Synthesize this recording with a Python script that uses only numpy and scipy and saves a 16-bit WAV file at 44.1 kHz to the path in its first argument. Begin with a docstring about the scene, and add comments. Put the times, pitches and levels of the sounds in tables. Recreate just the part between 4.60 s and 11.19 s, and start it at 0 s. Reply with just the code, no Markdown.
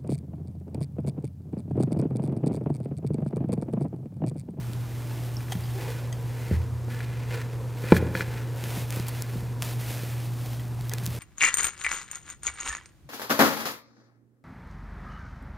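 """A mains hum and ventilation noise fill the room while sleeves rustle and crackle close by.
Two hands lower a glass dish into a hollow card shell on a wooden table and shift it about: knocks, scrapes, booms.
Knocks and glass touches are decaying sine modes; scrapes are rough noise through the same card modes.
The hollow is narrow noise on a moving pitch, cloth is gritty hiss with dry snaps, the hum is two sines."""
import sys
import numpy as np
from scipy import signal
from scipy.fft import rfft, irfft, next_fast_len
from scipy.io import wavfile
from scipy.ndimage import uniform_filter1d, map_coordinates

SR = 44100
rng = np.random.default_rng(int(sys.argv[2]) if len(sys.argv) > 2 else 0)


def wav_record(signal):
    """Record a signal, one row per channel, as 16-bit PCM in the file named by sys.argv[1]."""
    frames = np.transpose(np.atleast_2d(signal))
    bounded = np.clip(frames, -1, 1)
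    # unit amplitude maps onto the largest positive 16-bit level
    quanta = np.round(bounded * 32767).astype(np.int16)
    wavfile.write(sys.argv[1], SR, quanta)


def voltage_ratio(decibels):
    """Convert decibels (scalar or array-like) to amplitude ratios, 20 dB per decade."""
    exponent = np.asarray(decibels, float) / 20
    return 10 ** exponent


N = 290619
T = np.arange(N) / SR  # time of each sample, s

HUM_HZ, HUM_DB = 119.8, -32  # mains line: pitch, rms level about which it wavers
AIR_DB = -41  # ventilation rms level about which it wavers
SCATTER_DB = 2  # typical spread of a mode's strength from blow to blow
WANDER_DB = 2.5  # scales how far each rubbed mode swells and fades
SWISH_EDGE_DB = 12  # lost over one rise or fall time
HOLLOW_WANDER_HZ = 18.19  # moving hands shift the pitch of the hollow about
TOP_HZ = 16800  # nothing passes above this

# spectrum of the ventilation noise, closed above 15.6 kHz by a band limit: (f/Hz, relative density/dB per Hz)
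AIR_SPECTRUM = [(13, -57), (22, -32), (64, -4.5), (90, -8), (125, -1), (180, -13), (330, -14), (560, -24),
                (900, -23), (1500, -29.5), (3000, -41.5), (7000, -41), (15600, -49), (15900, -90)]
# spectrum of the cloth hiss, closed above 15.6 kHz by a band limit: (f/Hz, relative density/dB per Hz)
CLOTH_SPECTRUM = [(300, -2.5), (600, 2), (1200, -5.5), (2500, -5), (7500, -11), (12000, -9.5),
                  (15600, -10.5), (15900, -70)]
# sleeves brushing along: (t/s, rustle level/dB)
SLEEVE_LEVEL = [(0, -50), (.2, -51.5), (.66, -48), (.78, -50), (1.02, -47.5), (1.28, -46.5), (1.51, -54),
                (1.92, -50.5), (2.0, -59), (2.28, -58), (2.32, -51.5), (2.6, -61), (3.1, -57),
                (3.25, -47.5), (3.42, -56), (3.75, -50), (3.9, -58), (4.3, -65), (4.75, -47), (4.97, -57.5),
                (5.4, -42), (5.72, -49), (6.15, -54), (6.59, -43.5)]
# single swishes of cloth: (peak t/s, level/dB, rise/s, fall/s)
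SWISHES = [(.915, -49, 0.039, 0.025), (2.74, -55, 0.14, 0.1), (3.37, -35.5, 0.039, 0.017),
           (3.59, -46, 0.076, 0.063), (4.201, -38.5, 0.24, 0.061), (4.35, -40.5, 0.083, 0.12),
           (4.468, -41, 0.0063, 0.009), (4.489, -36.5, 0.012, 0.011), (4.61, -42.5, 0.13, 0.028),
           (5.065, -38, 0.055, 0.093), (5.21, -42.5, .025, 0.12), (5.309, -39, 0.054, 0.055),
           (5.87, -47, 0.13, 0.18), (6.46, -48, 0.037, 0.021)]
# cloth snaps, strength before filtering: (t/s, treble level/dB, middle level/dB)
SNAPS = [(0.134, -31, -20), (1.008, -26, -32), (1.211, -40, -28), (1.475, -35, -27), (4.0398, -37, -12),
         (4.306, -18, -11), (4.3254, -21, -11), (4.3612, -12, -30), (4.399, -26, -11), (4.484, -12, -31),
         (4.490, -30, -35), (4.6224, -10.5, -13), (5.0224, -15, -6.5), (5.0231, -18, -2), (5.0295, -17, -8),
         (5.0398, -33, -28), (5.0486, -21, -26), (6.2105, -26, -18.5), (6.286, -29, -40),
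         (6.2956, -12.5, -13), (6.3366, -8, -9.5), (6.3842, -24, -14), (6.435, -24, -36),
         (6.4375, -24, -40), (6.446, -29, -42), (6.458, -14, -12), (6.464, -10, -15), (6.4757, -23, -20),
         (6.504, -31, -40)]
# dish dragging on the shell: (t/s, wall level/dB)
DRAG_LEVEL = [(0, -60.5), (.55, -55), (.8, -73), (1.3, -48.5), (1.55, -60.5), (1.88, -51.5), (2.05, -61),
              (2.26, -74), (2.32, -53), (2.75, -50), (3.06, -65.5), (3.32, -40.5), (3.52, -65),
              (3.7, -47.5), (3.9, -56.5), (4.1, -53), (4.62, -51.5), (5.0, -61), (5.3, -55), (5.55, -49),
              (5.8, -82), (6.25, -59), (6.59, -57)]
# hands sliding in the hollow: (t/s, level/dB)
HANDS_LEVEL = [(0, -69), (.55, -46), (1.08, -63), (1.36, -46), (1.52, -49.5), (2.0, -50.5), (2.45, -55.5),
               (2.55, -48.5), (3.1, -46.5), (3.4, -46), (3.7, -44), (4.4, -51), (4.98, -52.5), (5.1, -52),
               (5.6, -57), (6.1, -83), (6.59, -52)]
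# short skids of the dish: (start t/s, length/s, wall level/dB, treble level/dB, hollow level/dB)
SKIDS = [(0.92, 0.0072, -39, -39, -45), (1.15, 0.17, -58, -72, -41), (1.907, 0.053, -48, -67, -55),
         (2.297, 0.15, -47, -67, -52), (2.707, 0.11, -45.5, -91, -44.5), (3.304, 0.012, -38.5, -50, -44),
         (3.332, 0.059, -44.5, -76, -54), (3.55, 0.07, -35.5, -76, -42.5), (4.323, 0.043, -49, -63, -61),
         (6.317, .03, -46, -72, -46)]
# the hollow's centre pitch climbs as the dish sinks in and fills it, drops back a little, then rests: (t/s, f/Hz)
HOLLOW_PITCH = [(0, 320.2), (.75, 320), (1.15, 399.3), (1.3, 450), (1.42, 536.5), (1.6, 460.2),
                (3.3, 477.7), (6.59, 450.2)]
# knocks: (t/s, whole shell drive/dB, wall level/dB, table level/dB, contact time/ms)
KNOCKS = [(0.096, -26, -48, -39, 3), (.805, -53, -36, -70, 1), (.883, -50, -37, -70, 1),
          (0.9523, -15, -38, -36, 10), (1.003, -55, -40, -70, 1), (1.9113, -10, -49, -17.5, 2.56),
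          (1.939, -21, -43, -16, 2.4), (2.1, -45, -60, -35, 3), (2.281, -30, -41, -50, 0.35),
          (2.404, -40, -25, -57, 1.2), (3.239, -26, -32, -53, 0.26), (3.321, 4, -7.5, -24, 0.47),
          (3.346, -32, -24, -48, .6), (3.365, -11.5, -14.5, -27.5, 2.8), (3.392, -28, -45, -40, 1.3),
          (3.425, -17.5, -48, -33, 0.69), (3.468, -22, -45, -47, 2.4), (3.551, -20.5, -15, -53, 1),
          (3.607, -26, -15, -65, 0.96), (4.035, -26.5, -55, -47, 1.6), (4.173, -20, -44, -40, 3.1),
          (4.369, -24, -45, -39, 1.2), (4.396, -19.5, -43, -56, 2.7), (4.756, -19, -67, -45, 2.9),
          (4.823, -25, -50, -55, 2.5), (5.152, -36, -60, -60, .8), (5.434, -25.5, -55, -60, 1.1),
          (6.425, -24, -40, -36.5, 6), (6.476, -20.5, -60, -33, 11)]
# slow modes of the whole shell: (f/Hz, relative level/dB, t60/s)
SHELL_MODES = [(173, -2.5, 0.062), (200, -6, 0.043), (279, -18.5, .03), (345.5, 0, 0.033),
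               (393, 2.5, 0.024), (452, 2.5, 0.032), (495, -1.5, 0.037), (536, -15, 0.032),
               (677, -6.5, 0.023), (840, 4, 0.015), (1026, -8, 0.032)]
# modes of the stiff wall: (f/Hz, relative level/dB, t60/s)
WALL_MODES = [(1200, -23, 0.011), (1457, 4.5, 0.011), (1708, -1.5, 0.025), (2000, 4, 0.0092),
              (2396, -4.5, 0.027), (3300, -18.5, 0.026), (3940, -16, 0.019), (4300, -19, 0.018),
              (6060, -31, 0.0073), (7370, -42, 0.0069)]
# modes of the table top: (f/Hz, relative level/dB, t60/s)
TABLE_MODES = [(86.9, 9, 0.36), (77.3, -1, 0.21)]
# touches on the glass: (t/s, level/dB, most excited f/Hz, spread/octaves)
TOUCHES = [(0.768, -29, 5450, 0.079), (0.921, -21.5, 2550, 1.4), (0.9284, -32.5, 3500, 0.62),
           (1.036, -45, 4800, 0.1), (1.056, -43, 3400, .3), (1.075, -46, 3300, .3),
           (1.5264, -28.5, 4800, 1.1), (5.995, -39, 3020, 0.77), (6.19, -38, 780, .3),
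           (6.243, -46, 3300, 0.17), (6.3152, -29.5, 2400, 1.2)]
# modes of the glass dish: (f/Hz, relative level/dB, t60/s)
GLASS_MODES = [(760, 18.5, 0.025), (1960, 6, 0.039), (2680, -10, 0.013), (3210, 8, 0.02),
               (3660, -4.5, 0.019), (4800, -9, 0.049), (5450, -12, 0.0072), (6380, 7, 0.02),
               (7920, 2, 0.03), (9600, -1, 0.031), (13500, -3, .02)]
# how fast the room dies away: (f/Hz, t60/s)
ROOM_DECAY = [(150, 0.79), (1500, 1), (10000, 0.31)]
# balance of the two ports: (f/Hz, left minus right level/dB)
PORT_TILT = [(30, -1.2), (80, -.5), (250, 0)]
# phase between the two ports: (f/Hz, left port's lead/rad)
PORT_LEAD = [(25, .55), (70, 0.28), (130, 0.28), (300, 0.0036), (3000, 0.026), (12000, 0.14)]


def unit(x):
    """Scaled to rms 1."""
    return x / np.sqrt(np.mean(x ** 2) + 1e-20)


def along(points, hz):
    """(f/Hz, value) points read on a log frequency axis."""
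    f, v = np.transpose(points)
    return np.interp(np.log(hz + 1), np.log(f + 1), v)


def curves(rows):
    """One value per sample for each column after the time."""
    s, *cols = np.transpose(rows)
    return [np.interp(T, s, c) for c in cols]


def wobble(rate):
    """A smooth random curve, rate knots a second."""
    knots = rng.standard_normal(int(N * rate / SR) + 4)
    return map_coordinates(knots, [T * rate])


def filtered(x, response):
    """x shaped by a complex response of frequency."""
    m = next_fast_len(N + SR // 2)
    hz = np.fft.rfftfreq(m, 1 / SR)
    return irfft(rfft(x, m) * response(hz), m)[..., :N]


def coloured(x, spectrum):
    """x given a (f/Hz, level/dB) spectrum, rms 1."""
    return unit(filtered(x, lambda hz: voltage_ratio(along(spectrum, hz))))


def ring(modes, attack, flip=-1):
    """Damped modes after one blow, peak 1, each at a slightly new strength; flip -1 starts neighbours in opposition."""
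    t = T[:SR // 2]
    luck = rng.standard_normal(len(modes))
    y = np.zeros(len(t))
    for k, (hz, db, t60) in enumerate(modes):
        decay = voltage_ratio(db + SCATTER_DB * luck[k] - 60 * t / t60)
        y -= flip ** k * decay * np.sin(2 * np.pi * hz * t)
    y = y * (1 - np.exp(-t / attack))
    return y / np.abs(y).max()


def rubbed(modes, rough, rate, ring_time=1):
    """Modes kept ringing by a rough drive, rms 1; the contact point wanders, so each swells and fades on its own."""
    t = T[:3000]
    y = np.zeros(N)
    for hz, db, t60 in modes:
        answer = voltage_ratio(-60 * t / (ring_time * t60)) * np.cos(2 * np.pi * hz * t)
        y += voltage_ratio(db + WANDER_DB * wobble(rate)) * signal.oaconvolve(rough, answer)[:N]
    return unit(y)


def add(track, s, y):
    """Mixes y into track from second s."""
    k = round(s * SR)
    track[k:k + len(y)] += y[:len(track) - k]


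def grit(per_s, spread_db):
    """Random tiny impacts, a few of them much stronger, rms 1."""
    hit = rng.random(N) < per_s / SR
    strength = voltage_ratio(spread_db * rng.exponential(1, N).clip(0, 4))
    return unit(hit * rng.choice([-1, 1], N) * strength)


def hum():
    """A steady mains line that wavers a little in level and phase, with a faint octave."""
    phase = 2 * np.pi * HUM_HZ * T + 0.091 * wobble(3.47)
    level = np.sqrt(2) * voltage_ratio(HUM_DB + 0.13 * wobble(3.7))
    return level * (np.sin(phase) + voltage_ratio(-25) * np.sin(2 * phase))


def air():
    """Ventilation as coloured noise, slowly uneven in level."""
    return voltage_ratio(AIR_DB + 0.21 * wobble(4.04)) * coloured(rng.standard_normal(N), AIR_SPECTRUM)


def snaps():
    """Cloth lets go in dry snaps: one clean edge, then a short fray, split into treble and middle."""
    high, middle, t = np.zeros(N), np.zeros(N), T[:400]
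    for s, high_db, middle_db in SNAPS:
        fray = rng.standard_normal(len(t)) * voltage_ratio(-60 * t / 0.003)
        burst = 0.35 * fray + (t == 0)
        add(high, s, voltage_ratio(high_db) * burst)
        add(middle, s, voltage_ratio(middle_db) * burst)
    treble_filter = signal.butter(2, 3500, "high", fs=SR, output="sos")
    middle_filter = signal.butter(1, [1100, 5500], "band", fs=SR, output="sos")
    return signal.sosfilt(treble_filter, high) + signal.sosfilt(middle_filter, middle)


def sleeves():
    """Cloth drags as gritty hiss that swells in swishes, and lets go in snaps."""
    hiss = coloured(rng.standard_normal(N) + 0.5 * grit(450, spread_db=4.0), CLOTH_SPECTRUM)
    power = voltage_ratio(2 * curves(SLEEVE_LEVEL)[0])  # doubled dB give power
    for s, db, rise, fall in SWISHES:
        away = ((T - s) / np.where(T < s, rise, fall)) ** 2
        power = power + voltage_ratio(2 * (db - SWISH_EDGE_DB * away))
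    flutter = voltage_ratio(0.84 * wobble(30))
    return np.sqrt(power) * flutter * hiss + snaps()


def air_hollow():
    """Air in the hollow sounds as narrow noise around a pitch that moving hands shift, with a second mode."""
    hollow_hz = curves(HOLLOW_PITCH)[0] + HOLLOW_WANDER_HZ * wobble(8)
    phase = 2 * np.pi * np.cumsum(hollow_hz) / SR
    # slow noise on both quadratures makes a narrow band around the pitch
    narrow = unit(uniform_filter1d(rng.standard_normal((2, N)), round(SR / 110), axis=1))
    first = narrow[0] * np.cos(phase) + narrow[1] * np.sin(phase)
    second = narrow[1] * np.cos(2 * phase) + narrow[0] * np.sin(2 * phase)
    return first + voltage_ratio(-8.0) * second


def rubbing():
    """Rough contact drives the wall modes; hands sliding inside excite the air hollow and the shell."""
    drag, fizz, drone = voltage_ratio(curves(DRAG_LEVEL)[0]), np.zeros(N), voltage_ratio(curves(HANDS_LEVEL)[0])
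    for s, length, wall_db, treble_db, hollow_db in SKIDS:
        bite = (T - s) / 0.0012
        release = (s + length - T) / 0.013 + 1
        gate = np.clip(np.minimum(bite, release), 0, 1)  # bites at once, lets go softer
        drag = np.hypot(drag, voltage_ratio(wall_db) * gate)
        fizz = fizz + voltage_ratio(treble_db) * gate
        drone = np.hypot(drone, voltage_ratio(hollow_db) * gate)
    chatter = voltage_ratio(1.8 * wobble(70))  # the contact stutters
    rough = grit(900, spread_db=0.5) + 0.5 * rng.standard_normal(N)
    wall = rubbed(WALL_MODES, rough, rate=8.2, ring_time=0.91)  # a sliding contact damps the ring
    # scratchy treble around 9 kHz, closed above 15.5 kHz by a band limit
    treble = coloured(rough, [(2000, -39), (4000, -13), (9000, 9), (15500, -7), (15900, -60)])
    body = rubbed(SHELL_MODES[2:], rough, rate=7.1)  # the same hands also stir the shell's own modes
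    hollow = 0.82 * air_hollow() + voltage_ratio(-3.5) * chatter * body
    return chatter * (drag * wall + fizz * treble) + drone * hollow


def knocks():
    """Each contact rings shell, wall and table in its own proportions; the wall also cracks drily."""
    y, t = np.zeros(N), T[:600]
    for s, shell_db, wall_db, table_db, contact_ms in KNOCKS:
        # a long contact spares the high modes
        soft = [(hz, db - 8 * (hz * contact_ms / 1000) ** 2, t60) for hz, db, t60 in SHELL_MODES]
        rocking = -ring(soft[:2], attack=0.0047, flip=0.99)  # the base swings against the rim
        flexing = ring(soft[2:], attack=0.0038, flip=0.91)
        flex_share = voltage_ratio(1.0 - 4.4 * contact_ms)  # a soft blow rocks more than it flexes
        crack = voltage_ratio(-46 - 60 * t / 0.0045) * rng.standard_normal(len(t))
        add(y, s, voltage_ratio(shell_db) * (0.4 * rocking + flex_share * flexing))
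        add(y, s, voltage_ratio(wall_db) * ring(WALL_MODES, attack=0.0017))
        add(y, s, voltage_ratio(wall_db) * crack)
        add(y, s, voltage_ratio(table_db) * ring(TABLE_MODES, attack=0.025))  # the heavy top swings up slowly
    return y


def glass_touches():
    """A nail or ring touches the damped glass; where it lands picks the modes that sound."""
    y, t = np.zeros(N), T[:900]
    for s, db, centre_hz, spread in TOUCHES:
        picked = [(hz, level - 6 * (np.log2(hz / centre_hz) / spread) ** 2, t60) for hz, level, t60 in GLASS_MODES]
        # a broad touch also clacks drily
        dull_noise = uniform_filter1d(rng.standard_normal(len(t)), size=4)
        clack = voltage_ratio(-6 - 3 / spread - 60 * t / 0.015) * dull_noise
        add(y, s, voltage_ratio(db) * ring(picked, attack=0.00081))
        add(y, s, voltage_ratio(db) * clack)
    return y


def room(x):
    """Each frequency of the room's answer dies at its own speed; one tail for each port."""
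    hz, t, z = signal.stft(rng.standard_normal((2, SR // 2)), SR, nperseg=256)
    decay = voltage_ratio(-60 * t / along(ROOM_DECAY, hz)[:, None])
    tail = signal.istft(z * decay, SR, nperseg=256)[1]
    tail = tail[0] + 0.04 * np.array([tail[1], -tail[1]])  # close ports hear almost the same tail
    tail = tail / np.linalg.norm(tail[0])
    late = np.pad(x, (300, 0))[None]  # the answer starts 300 samples later
    return signal.fftconvolve(late, tail, axes=1)[:, :N]


def balance_drift(rate):
    """A slow random drift of left-right balance: one side's gain rises as the other's falls."""
    return voltage_ratio(0.17 * wobble(rate) * [[1], [-1]])


def scene():
    """Hum and air, cloth close by, table sounds with their room."""
    background = hum() + air()
    cloth = balance_drift(2.8) * sleeves()
    scrapes = rubbing()
    near = knocks() + glass_touches()
    table_sounds = balance_drift(2.19) * (near + scrapes)
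    return background + cloth + table_sounds + voltage_ratio(-16.0) * room(near)


def top_cut(x):
    """Nothing passes above the cut-off."""
    return signal.sosfilt(signal.butter(12, 16990, fs=SR, output="sos"), x)


def record(dry):
    """Two close ports, slightly unlike in bass level and in phase, a band limit and an input stage near overload."""
    def response(hz):
        half = voltage_ratio(along(PORT_TILT, hz) / 2) * np.exp(0.5j * along(PORT_LEAD, hz))  # each port takes half
        band_limit = np.clip((TOP_HZ - hz) / 400, 0, 1) ** 2
        return np.array([half, 1 / half]) * band_limit

    ports = filtered(dry, response)
    mix = ports / (1 + np.abs(ports / 0.97) ** 8) ** (1 / 8)  # the input stage rounds off peaks near 0.97
    return top_cut(mix)


dry = scene()
out = record(dry)
wav_record(out)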